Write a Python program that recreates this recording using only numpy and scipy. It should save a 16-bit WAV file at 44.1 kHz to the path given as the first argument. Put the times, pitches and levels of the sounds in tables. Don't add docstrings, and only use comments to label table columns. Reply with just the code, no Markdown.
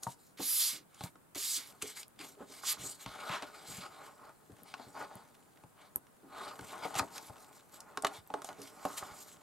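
import sys
import numpy as np
from scipy import signal
from scipy.fft import rfft, irfft, next_fast_len
from scipy.io import wavfile
from scipy.ndimage import uniform_filter1d

SR = 44100
rng = np.random.default_rng(int(sys.argv[2]) if len(sys.argv) > 2 else 0)


def transcribe(signal):
    frames = np.atleast_2d(signal).T
    limited = np.clip(frames, -1, 1)
    pcm = np.round(limited * 32767).astype(np.int16)
    wavfile.write(sys.argv[1], SR, pcm)


N = 415422
TIME = np.arange(N) / SR
HIT_TIME = np.arange(16384) / SR

# time_s, level_db
STIRRING = [(0, -73.5), (0.85, -112), (1.7, -64), (2.15, -76), (2.75, -63.5), (3.0, -67.5), (3.65, -60),
            (4.15, -67), (4.42, -70.5), (4.9, -62.5), (5.5, -71.5), (6.2, -76.5), (6.65, -54.5),
            (7.45, -63.5), (7.66, -69.5), (8.25, -71), (8.6, -58.5), (9.41, -66)]
# peak_s, level_db, rise_s, fall_s, edges_relative_db
FINGER_SWIPES = [(0.033, -45, 0.0068, 0.016, -32), (0.112, -51, 0.061, 0.029, -8.5),
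                 (0.24, -67, 0.058, 0.079, -6), (1.005, -60, 0.018, 0.056, -15),
                 (1.89, -50.5, 0.061, 0.045, 1), (1.982, -49, 0.028, 0.04, 3), (2.23, -51, .026, 0.089, -8),
                 (2.575, -54.5, 0.089, 0.044, -0.5), (2.86, -44.5, 0.058, 0.081, -4.5),
                 (3.025, -56, 0.037, 0.028, 3), (3.75, -48.5, 0.092, 0.069, -3),
                 (4.055, -57, 0.023, 0.026, -15), (6.64, -65, 0.021, 0.018, 9),
                 (6.73, -61.5, 0.057, 0.025, 10), (6.86, -57, 0.02, 0.092, 0),
                 (7.168, -51, 0.04, 0.014, 1.5), (7.26, -54.5, 0.068, 0.042, -7.5),
                 (7.41, -56.5, 0.026, 0.03, -31), (7.56, -58, 0.033, 0.024, -10),
                 (7.75, -56.5, 0.024, 0.038, -1), (8.165, -57.5, 0.043, 0.028, 1.5),
                 (8.465, -59.5, 0.039, 0.071, -20), (8.67, -58.5, 0.094, 0.049, -2.5),
                 (8.91, -54, 0.1, 0.13, -22), (9.03, -56.5, 0.025, 0.064, -21),
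                 (9.215, -52, 0.083, 0.039, -8.5), (9.31, -57.5, 0.088, 0.04, -4.5)]
# peak_s, level_db, rise_s, fall_s, edges_relative_db
BOARD_PUSHES = [(1.06, -63, 0.12, 0.03, 6.5), (2.215, -60, 0.022, 0.051, 11),
                (2.42, -54.5, 0.028, 0.024, -8), (2.79, -61, 0.018, 0.051, 5),
                (3.085, -57.5, 0.03, 0.054, 4), (3.2, -52.5, 0.13, 0.15, -3),
                (3.335, -45, 0.12, 0.058, -1.5), (3.43, -53, 0.012, 0.099, -7),
                (3.56, -58, 0.032, 0.062, 4), (3.84, -49, 0.041, 0.035, -3), (4.025, -56, 0.19, 0.098, -5),
                (4.27, -53, 0.078, 0.041, -23), (4.695, -64, 0.041, 0.052, 3.5),
                (4.81, -58, 0.04, 0.068, -2.5), (5.015, -43, 0.053, 0.042, -10),
                (5.16, -55, 0.11, 0.068, -9.5), (5.82, -61, 0.047, 0.066, -4.5),
                (6.44, -46, 0.11, 0.092, -6), (6.74, -50.5, 0.032, 0.32, -11.5),
                (6.845, -46, 0.035, 0.013, -2), (6.995, -41, 0.052, 0.037, -10),
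                (7.17, -51, 0.024, 0.054, -10), (7.325, -56, 0.041, 0.097, -32),
                (7.92, -57.5, 0.18, 0.13, -36), (8.14, -49, 0.11, 0.053, -12),
                (8.37, -53, 0.058, 0.051, -15), (8.51, -52, 0.035, 0.025, -22),
                (8.86, -51.5, 0.067, 0.086, -9.5), (8.985, -53, 0.1, 0.19, -4.5)]
# frequency_hz, density_db
EDGE_SPECTRUM = [(500, -11), (1500, 2.5), (1900, 0.5), (2250, 8.5), (2600, -1.5), (3000, 4), (3900, 4),
                 (4700, 3), (5700, -4.5), (7500, -2), (13000, -10), (15800, -47)]
FINGER_SPECTRUM = [(1500, -71), (4000, -1.5), (5800, -3.5), (7000, 2), (8100, 2), (9000, -2.5), (10000, -3),
                   (12500, -2.5), (14000, -11), (15800, -25)]
LIGHT_RUB_SPECTRUM = [(40, -17), (100, -7), (170, -2), (290, -2), (350, -7.5), (420, -0.5), (510, -11),
                      (630, -4.5), (860, -3), (1350, -8.5), (1800, -12), (2600, -18), (6000, -47)]
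PUSH_SPECTRUM = [(40, -16), (170, -10), (290, -4), (420, -5), (520, -10), (630, -2.5), (860, -0.5),
                 (1050, -2.5), (1380, -3.5), (1800, -10), (2600, -17), (6000, -50)]
GLOSS_SPECTRUM = [(100, -26), (600, -12), (1200, -16.5), (2200, -11), (3300, 1), (4700, 3.5), (6000, -1.5),
                  (7400, 1.5), (10500, -11), (15800, -30)]
SHEEN_SPECTRUM = [(7000, -28), (9300, -3), (10700, 1.5), (12400, -0.5), (14000, -10), (15800, -23)]
RASP_SPECTRUM = [(200, -34), (700, -14.5), (1200, 2), (1700, -2), (2200, 4), (2700, -0.5), (3400, 2.5),
                 (4300, 1.5), (6000, -6), (15000, -25)]
SCUFF_SPECTRUM = [(300, -88), (1000, 1.5), (2200, 0.5), (3800, 1.5), (5500, -7.5), (7400, -1), (9000, -5),
                  (12500, -9), (15800, -26)]
# frequency_hz, level_db, free_t60_s
BOARD_MODES = [(279, 2.5, 0.28), (435, -3, 0.066), (575, 1.5, 0.026), (696, -2.5, 0.081), (848, 1, 0.051),
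               (977, -2.5, 0.036), (1075, -7, 0.1), (1292, -1, 0.029), (1447, -12, 0.056), (1440, 0, 0.026),
               (2010, -2, 0.042), (3430, 3, 0.022)]
# time_s, resonance_hz
HOLLOW_RESONANCE = [(2.8, 1140), (3.35, 1440), (4.05, 1140), (4.8, 870), (5.05, 920), (5.85, 970),
                    (6.45, 1190), (6.85, 870), (7.3, 1000), (8.1, 910), (8.5, 880), (9.0, 1200)]
# start_s, level_db, centre_hz
SNAPS = [(0.0323, -31.5, 7100), (0.3745, -51, 3000), (0.9448, -48.5, 6600), (1.0368, -35.5, 3770),
         (1.348, -40, 6000), (1.3555, -35, 7500), (1.673, -46, 11000), (1.8235, -26.5, 8400),
         (1.83, -43, 7500), (2.0305, -38, 3500), (2.1908, -40.5, 2090), (2.522, -43, 4500),
         (4.519, -57, 2000), (5.344, -58, 2000), (5.573, -52, 900), (6.068, -55, 1500), (6.942, -37, 3500),
         (6.9885, -29, 5700), (7.1798, -33.5, 3520), (7.804, -38.5, 6700), (8.0227, -32.5, 8300),
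         (8.419, -44, 7900), (8.4453, -34, 7460), (8.617, -38.5, 5900), (8.852, -37, 10500)]
# frequency_hz, gain_db
PAPER_ROLLOFF = [(12800, 11), (15800, -13)]
# start_s, board_db, board_centre_hz, thud_db, thud_centre_hz, crack_db, muffled_above_hz
KNOCKS = [(0.0663, -39.5, 990, -36.5, 137, -65, 2000), (0.401, -42.5, 800, -47, 171, -62, 2000),
          (1.008, -42.5, 870, -42.5, 150, -41, 9000), (1.0373, -42.5, 820, -33.5, 120, -47, 12000),
          (1.156, -54, 1000, -55, 245, -57.5, 8930), (2.635, -42, 1050, -59, 298, -54, 8900),
          (2.77, -49, 1090, -54, 200, -58, 4000), (3.061, -41, 915, -42.5, 201, -34.5, 4460),
          (3.295, -34.5, 1200, -37.5, 168, -33, 3000), (3.423, -45, 750, -42, 333, -36.5, 6040),
          (4.7395, -37.5, 1020, -54, 302, -34, 4460), (4.797, -43.5, 820, -60, 300, -53, 6000),
          (5.637, -52.5, 860, -50.5, 135, -55, 8000), (5.959, -47.5, 876, -43.5, 154, -56, 9000),
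          (6.591, -44.5, 1270, -43.5, 380, -44, 8000), (6.853, -31, 633, -41, 304, -54, 3000),
          (6.953, -36, 734, -41, 130, -30, 12000), (6.994, -27.5, 1290, -34.5, 400, -21.5, 12000),
          (7.029, -38.5, 780, -47, 380, -54, 4000), (7.297, -47, 830, -43.5, 100, -62, 6000),
          (7.9732, -29.5, 1120, -39.5, 430, -30.5, 14000), (8.036, -35, 730, -39, 300, -66, 3000),
          (8.047, -23, 1110, -35, 364, -23, 9200), (8.302, -39.5, 755, -51, 205, -49, 8000),
          (8.339, -30.5, 774, -37, 390, -37, 10200), (8.419, -44, 1100, -54, 300, -43, 8000),
          (8.445, -40, 770, -56, 200, -60, 6000), (8.489, -37, 740, -47, 404, -39, 9000),
          (8.852, -27.5, 720, -36, 250, -36.5, 4970), (9.025, -39.5, 1130, -46, 119, -55, 3000)]
# start_s, level_db, centre_hz, drag_s
THUDS = [(0.394, -36, 326, 0.016), (0.727, -53, 280, 0.046), (1.352, -40, 357, 0.014),
         (1.574, -53.5, 300, 0.0097), (1.825, -40.5, 423, 0.013), (1.828, -44, 100, 0.0028),
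         (2.194, -47, 278, 0.019), (2.234, -47.5, 310, 0.064), (2.368, -53, 418, 0.02),
         (2.405, -41.5, 374, 0.017), (2.496, -51, 400, 0.015), (2.79, -48, 140, 0.052),
         (2.837, -45.5, 304, 0.0098), (3.061, -43, 58, 0.021), (3.683, -46, 170, 0.037),
         (3.78, -41.5, 187, 0.0064), (4.494, -46.5, 243, 0.0087), (4.522, -47, 110, 0.0053),
         (4.618, -52.5, 300, 0.0047), (4.865, -49, 202, 0.028), (5.155, -43.5, 93, 0.004),
         (6.23, -51.5, 297, 0.062), (6.609, -47, 100, 0.018), (7.002, -40, 99, 0.0091),
         (8.18, -52, 80.5, 0.01), (8.585, -43.5, 337, 0.036), (9.102, -49, 79.5, 0.015),
         (9.336, -57, 199, 0.029)]
# frequency_hz, level_db, free_t60_s
TABLE_MODES = [(54, 0, 0.16), (78, 5, 0.082), (107, 10, 0.074), (142, 5.5, 0.14), (178, 5.5, 0.14),
               (227, -2.5, 0.05), (279, 5, 0.32), (328, 3, 0.07), (412, 3, 0.25), (572, 4, 0.067),
               (642, -4, 0.22)]
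# start_s, level_db
COVER_BOUNCES = [(0.0686, -31.5), (0.0751, -49), (0.0934, -62), (1.059, -47), (6.852, -39.5), (6.998, -33)]
# time_s, level_db, rasp_weight_db, sheen_weight_db
JACKET_SLIDES = [
    [(0.37, -85, 0, -6), (0.375, -69.5, 10.5, 4), (0.424, -43, -12.5, 1), (0.498, -39.5, -15.5, 6.5),
     (0.592, -38, -17, 6.5), (0.606, -31.5, -21.5, 0), (0.688, -36, -15.5, -1), (0.77, -50.5, -7, -6),
     (0.84, -89, 9, -2)],
    [(1.344, -100, -16, 0), (1.349, -60.5, 9.5, 5), (1.381, -42.5, -12, -3.5), (1.48, -39, -17.5, -1.5),
     (1.569, -34.5, -20, -7.5), (1.595, -48, -5, -4), (1.643, -61, -1, 1), (1.707, -60.5, -11, -1),
     (1.731, -76, -2, -2)],
    [(2.62, -59, -7, -5), (2.674, -35, -11.5, -10), (2.696, -34, -13.5, -2), (2.728, -39.5, -7.5, 4.5),
     (2.738, -50, -3, -10), (2.77, -65, -5, -3)],
]
SLIDE_TILTS = [3, 5, 5]
# peak_s, level_db, rise_s, fall_s, tilt_db_per_octave
SCUFFS = [(1.046, -49.5, 0.016, 0.023, 9), (1.827, -38.5, 0.0088, 0.0052, 0),
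          (3.35, -37.5, 0.048, 0.03, -7), (3.428, -42, 0.0064, 0.012, -5.5),
          (6.964, -38.5, 0.0082, 0.016, -0.5), (6.993, -34, 0.016, 0.0044, 3),
          (8.07, -33, 0.0028, 0.004, -1), (8.449, -53, 0.006, 0.02, 1), (8.984, -38, 0.013, 0.011, 3.5)]
# start_s, level_db
FILM_TICKS = [(2.081, -55), (4.634, -52), (5.155, -50), (5.9596, -27), (8.275, -55)]
# frequency_hz, density_db
TICK_SPECTRUM = [(3000, -22), (6000, -23), (8000, -8), (10000, -3), (12000, 3), (13200, 0), (15500, -28)]
# time_s, left_minus_right_db
BOOK_POSITION = [(0.0, 2.5), (0.5, -1.5), (2.25, 1), (2.65, -4.5), (3.15, 2.5), (4.4, 0), (4.62, 4.5),
                 (5.04, 0.5), (5.87, 2), (6.38, 0.5), (6.9, 3), (7.3, 1.5), (8.5, -1.5)]
# frequency_hz, coherence
COHERENCE = [(100, 0.7), (3000, 1), (6000, 1), (8000, 0.54), (11000, 0.094), (15000, 0.91)]
# frequency_hz, left_lead_rad
PHASE_LEAD = [(100, 0.78), (1500, 0.12), (4500, -0.64), (7500, -0.038), (12000, -0.39)]
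# frequency_hz, t60_s
ROOM_DECAY = [(100, 0.023), (280, 0.25), (800, 0.18), (2000, 0.066), (5000, 0.12), (14000, 0.06)]
# frequency_hz, density_db
QUIET_SPECTRUM = [(25, -20), (76, -13.5), (135, -6), (220, -7), (500, -12), (1500, -16.5), (2000, -23),
                  (2590, -26.5), (5670, -32.5), (8730, -23.5), (15800, -29)]

BAND_EDGE_HZ = 15850


def amp(db):
    return 10 ** (np.asarray(db) / 20)


def unit(x):
    return x / np.sqrt(np.mean(x ** 2) + 1e-20)


def unit_peak(x):
    power = uniform_filter1d(np.atleast_2d(x) ** 2, size=176).mean(0)
    return x / np.sqrt(power.max() + 1e-20)


def read(points, hz):
    frequency_hz, value = np.transpose(points)
    return np.interp(np.log(hz + 1), np.log(frequency_hz + 1), value)


def add(mix, start_s, sound):
    part = mix[:, max(round(start_s * SR), 0):][:, :sound.shape[-1]]
    part += sound[..., :part.shape[1]]


def decay(t60_s, t=HIT_TIME):
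    return np.exp(-np.log(1000) * t / t60_s)


def onset(rise_s):
    return 1 - np.exp(-HIT_TIME / rise_s)


def hit_noise():
    return rng.standard_normal((2, len(HIT_TIME)))


def wobble(rate_hz, size):
    rolloff = 1 + (np.fft.rfftfreq(size, 1 / SR) / rate_hz) ** 2
    return unit(irfft(rfft(rng.standard_normal(size)) / rolloff, size))


def two_ports(drive, spectrum, tilt_db=0):
    size = drive.shape[1]
    hz = np.fft.rfftfreq(size, 1 / SR)
    left, unrelated = rfft(drive)
    coherence = np.clip(read(COHERENCE, hz), -1, 1)
    right = (coherence * left + np.sqrt(1 - coherence ** 2) * unrelated) * np.exp(-1j * read(PHASE_LEAD, hz))
    low_cut = hz ** 2 / (hz ** 2 + spectrum[0][0] ** 2)
    gain = amp(read(spectrum, hz) + tilt_db * np.log2(hz + 1))
    return unit(irfft(np.array([left, right]) * low_cut * gain, size))


def friction(spectrum, judder_db, judder_hz, catches_per_s, catch_db, tilt_db=0, size=N):
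    n = next_fast_len(size, True)
    slips = rng.standard_normal((2, n))
    caught = rng.random(n) < catches_per_s / SR
    catches = caught * np.minimum(rng.exponential(1, n), 3) * rng.choice([-1, 1], (2, n))
    judder = amp(judder_db * wobble(judder_hz, n))
    drive = (slips + amp(catch_db) * unit(catches)) * judder
    return two_ports(drive, spectrum, tilt_db)[:, :size]


def wander(x, depth_db, span_hz, span_s):
    hz, when, spectra = signal.stft(x, SR, nperseg=512)
    field = rng.standard_normal(spectra.shape[1:])
    for axis, cells in enumerate([span_hz / hz[1], span_s / when[1]]):
        for _ in range(2):
            field = uniform_filter1d(field, max(round(cells), 1), axis=axis)
    drifting = signal.istft(spectra * amp(depth_db * unit(field)), SR, nperseg=512)[1]
    return unit(drifting[:, :x.shape[1]])


def stirring():
    return amp(np.interp(TIME, *np.transpose(STIRRING)))


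def strokes(rows, edges=False):
    t = TIME[::64]
    power = np.zeros(len(t))
    for peak_s, level_db, rise_s, fall_s, edges_db in rows:
        from_peak = np.maximum((peak_s - t) / rise_s, (t - peak_s) / fall_s)
        bell = np.exp(-abs(from_peak) ** 2.54)
        power += (amp(level_db + edges * edges_db) * bell) ** 2
    return np.interp(TIME, t, np.sqrt(power))


def together(*gains):
    return np.sqrt(sum(gain ** 2 for gain in gains))


def quiet_room():
    gain = amp(read(QUIET_SPECTRUM, np.fft.rfftfreq(N, 1 / SR)))
    return amp(-64.5) * unit(irfft(rfft(rng.standard_normal((2, N))) * gain, N))


def pages():
    scrape = friction(EDGE_SPECTRUM, judder_db=2.0, judder_hz=58.7, catches_per_s=410, catch_db=-14)
    skin = friction(FINGER_SPECTRUM, judder_db=2.5, judder_hz=57.0, catches_per_s=77, catch_db=-16)
    scrape, skin = (wander(x, depth_db=2.9, span_hz=700, span_s=0.05) for x in (scrape, skin))
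    edges = together(strokes(BOARD_PUSHES, edges=True), strokes(FINGER_SWIPES, edges=True),
                     amp(-11) * stirring())
    fingers = together(strokes(FINGER_SWIPES), amp(-22.5) * strokes(BOARD_PUSHES), amp(-5) * stirring())
    return amp(-1.5) * scrape * edges + amp(-1.0) * skin * fingers


def over_boards(spectrum, hollow_db, hollow_octaves=0.25):
    rub = friction(spectrum, judder_db=2.1, judder_hz=22.2, catches_per_s=80, catch_db=-8.5)
    hz, when, spectra = signal.stft(rub, SR, nperseg=2048)
    resonances = sum(1 / (1 + ((hz - mode_hz) * t60_s) ** 2) for mode_hz, _, t60_s in BOARD_MODES)
    board_gain = np.sqrt(amp(-8.5) + resonances)[:, None]
    octaves_off = np.log2((hz[:, None] + 1) / np.interp(when, *np.transpose(HOLLOW_RESONANCE)))
    hollow_gain = amp(hollow_db * np.exp(-(octaves_off / hollow_octaves) ** 2))
    return unit(signal.istft(spectra * hollow_gain * board_gain, SR, nperseg=2048)[1][:, :N])


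def board_rubs():
    pushed = over_boards(PUSH_SPECTRUM, hollow_db=4.0) * strokes(BOARD_PUSHES)
    light_contact = together(amp(-12.5) * strokes(FINGER_SWIPES), stirring())
    return pushed + over_boards(LIGHT_RUB_SPECTRUM, hollow_db=2.0) * light_contact


def crinkles(creases_per_s=29, spread_db=4.5):
    gives_way = rng.random(N) < creases_per_s / SR
    clicks = gives_way * amp(spread_db * np.minimum(rng.exponential(1, N), 2))
    flutter = signal.oaconvolve(clicks, decay(t60_s=0.02))[:N]
    return amp(-8.5) * stirring() * two_ports(rng.standard_normal((2, N)) * flutter, SCUFF_SPECTRUM)


def muffling_db(hz, top_hz, db_per_octave=7):
    return -db_per_octave * np.maximum(np.log2(hz / top_hz), 0)


def snaps(crack_hz=2280):
    out = np.zeros((2, N))
    hz = np.geomspace(500, 16000, num=21)
    envelope = onset(rise_s=0.00039) * (decay(t60_s=0.019) + amp(-9) * decay(t60_s=0.0017))
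    in_the_open = [(*row, BAND_EDGE_HZ) for row in SNAPS]
    under_boards = [(start_s, crack_db, crack_hz, top_hz) for start_s, *_, crack_db, top_hz in KNOCKS]
    for start_s, level_db, centre_hz, top_hz in in_the_open + under_boards:
        db_per_octave = 6.0 * max(centre_hz / 4500, 1)
        band_db = -db_per_octave * abs(np.log2(hz / centre_hz))
        spectrum = np.transpose([hz, band_db + read(PAPER_ROLLOFF, hz) + muffling_db(hz, top_hz)])
        add(out, start_s, amp(level_db) * unit_peak(two_ports(hit_noise(), spectrum) * envelope))
    return amp(-6.5) * out


def strike(modes, centre_hz, t60_factor, db_per_octave, scatter_db, detune):
    hz, level_db, free_t60_s = np.transpose(modes)[:, :, None]
    weight, shift, polarity = rng.standard_normal((3, len(modes), 1))
    mode_db = level_db - db_per_octave * abs(np.log2(hz / centre_hz)) - scatter_db * weight
    tones = np.sign(polarity) * np.sin(2 * np.pi * hz * (1 + detune * shift) * HIT_TIME)
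    return unit_peak((amp(mode_db) * decay(free_t60_s * t60_factor) * tones).sum(0))


def knocks():
    out = np.zeros((2, N))
    hz = np.geomspace(100, 16000, num=30)
    for start_s, level_db, centre_hz, *_ in KNOCKS:
        ring = strike(BOARD_MODES, centre_hz, t60_factor=0.7, db_per_octave=15.0,
                      scatter_db=3.2, detune=0.032)
        band_db = -22 * abs(np.log2(hz / centre_hz))
        spectrum = np.transpose([hz, band_db + muffling_db(hz, top_hz=1620)])
        clack = unit_peak(two_ports(hit_noise(), spectrum) * decay(t60_s=0.037))
        knock = (ring + amp(-2.5) * clack) * onset(rise_s=0.00031)
        add(out, start_s, amp(level_db) * unit_peak(knock))
    return amp(-1.1) * out


def thuds(board_drag_s=0.0022, low_cut_hz=61.4):
    out, t = np.zeros((2, N)), HIT_TIME
    under_boards = [(start_s, db, hz, board_drag_s) for start_s, _, _, db, hz, *_ in KNOCKS]
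    for start_s, level_db, centre_hz, drag_s in THUDS + under_boards:
        ring = strike(TABLE_MODES, centre_hz, t60_factor=0.51, db_per_octave=15.5,
                      scatter_db=0.0, detune=0.012)
        drag_force = rng.standard_normal(len(t)) * np.exp(-t / drag_s)
        dragged = unit_peak(signal.fftconvolve(ring, drag_force)[:len(t)])
        air_spectrum = [(centre_hz / 2, -2), (centre_hz, 0), (1000, -12), (3000, -45)]
        puff = two_ports(hit_noise(), air_spectrum) * np.exp(-t / (drag_s + 0.011))
        thud = (ring + amp(1) * dragged + amp(-5) * puff) * onset(rise_s=0.0022)
        add(out, start_s, amp(level_db) * unit_peak(thud))
    low_cut = signal.butter(2, low_cut_hz, "highpass", fs=SR, output="sos")
    return amp(-3.5) * signal.sosfilt(low_cut, out)


def cover_chatter(pitch_hz=944):
    out = np.zeros((2, N))
    note = np.sin(2 * np.pi * pitch_hz * HIT_TIME) * decay(t60_s=0.035) * onset(rise_s=0.00058)
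    for start_s, level_db in COVER_BOUNCES:
        add(out, start_s, amp(level_db) * unit_peak(note))
    return out


def jacket_slides():
    out = np.zeros((2, N))
    for rows, tilt_db in zip(JACKET_SLIDES, SLIDE_TILTS):
        time_s, *columns = np.transpose(rows)
        t = np.arange(time_s[0], time_s[-1], 1 / SR)
        level_db, rasp_db, sheen_db = (np.interp(t, time_s, column) for column in columns)
        hiss = friction(GLOSS_SPECTRUM, judder_db=0.7, judder_hz=120,
                        catches_per_s=3400, catch_db=-20, tilt_db=tilt_db, size=len(t))
        sheen = friction(SHEEN_SPECTRUM, judder_db=0.3, judder_hz=120,
                         catches_per_s=3000, catch_db=-14, size=len(t))
        rasp = friction(RASP_SPECTRUM, judder_db=1.5, judder_hz=90,
                        catches_per_s=640, catch_db=-26, size=len(t))
        hiss = wander(hiss, depth_db=1.5, span_hz=500, span_s=0.04)
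        slide = hiss + amp(sheen_db) * sheen + amp(rasp_db + 3.5) * rasp
        add(out, time_s[0], amp(level_db) * slide)
    return out * amp([[-1.1], [1.1]])


def scuffs():
    out, t = np.zeros((2, N)), HIT_TIME
    for peak_s, level_db, rise_s, fall_s, tilt_db in SCUFFS:
        start_s = max(peak_s - np.pi * rise_s, 0)
        after_peak = start_s + t - peak_s
        swell = np.exp(-(np.minimum(after_peak, 0) / rise_s) ** 2 - np.maximum(after_peak, 0) / fall_s)
        slips = hit_noise()
        grain = amp(1.8 * unit(uniform_filter1d(rng.standard_normal(len(t)), size=30)))
        add(out, start_s, amp(level_db) * swell * two_ports(slips * grain, SCUFF_SPECTRUM, tilt_db))
    return out


def film_ticks(t60_s=0.003, lead_in_s=0.003):
    out, t = np.zeros((2, N)), HIT_TIME - lead_in_s
    for start_s, level_db in FILM_TICKS:
        buckling = hit_noise() * (t > 0) * decay(t60_s, t)
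        add(out, start_s - lead_in_s, amp(level_db) * unit_peak(two_ports(buckling, TICK_SPECTRUM)))
    return out


def room(direct, tail_db, near_db, echoes_per_s=4000):
    t = HIT_TIME
    echoes = rng.choice([-1., 1.], (2, len(t))) * (rng.random((2, len(t))) < echoes_per_s / SR)
    hz, when, spectra = signal.stft(echoes * (t > .006), SR, nperseg=256)
    absorbed = spectra * decay(read(ROOM_DECAY, hz)[:, None], when)
    tail = signal.istft(absorbed, SR, nperseg=256)[1][:, :len(t)]
    tail = tail + 0.32 * tail[::-1]
    near = two_ports(hit_noise(), [(150, 0), (15000, 0)]) * (t > .001) * np.exp(-t / 0.0083)
    response = (amp(tail_db) * unit(tail) + amp(near_db) * unit(near)) / np.sqrt(len(t))
    return direct + signal.fftconvolve(direct, response, axes=1)[:, :N]


def scene():
    pan = amp(np.interp(TIME, *np.transpose(BOOK_POSITION)) * np.array([[.5], [-.5]]))
    book = room((board_rubs() + knocks() + cover_chatter() + thuds()) * pan, tail_db=-14.5, near_db=-10)
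    paper = room(jacket_slides() + pages() + snaps() + scuffs() + crinkles(), tail_db=-14, near_db=-17.5)
    film = room(film_ticks(), tail_db=-17, near_db=-18)
    return book + paper + film + quiet_room()


def record(dry):
    low_pass = signal.firwin(511, BAND_EDGE_HZ, window=("kaiser", 9), fs=SR)
    return signal.oaconvolve(dry, low_pass[None], "same")


dry = scene()
out = record(dry)
transcribe(out)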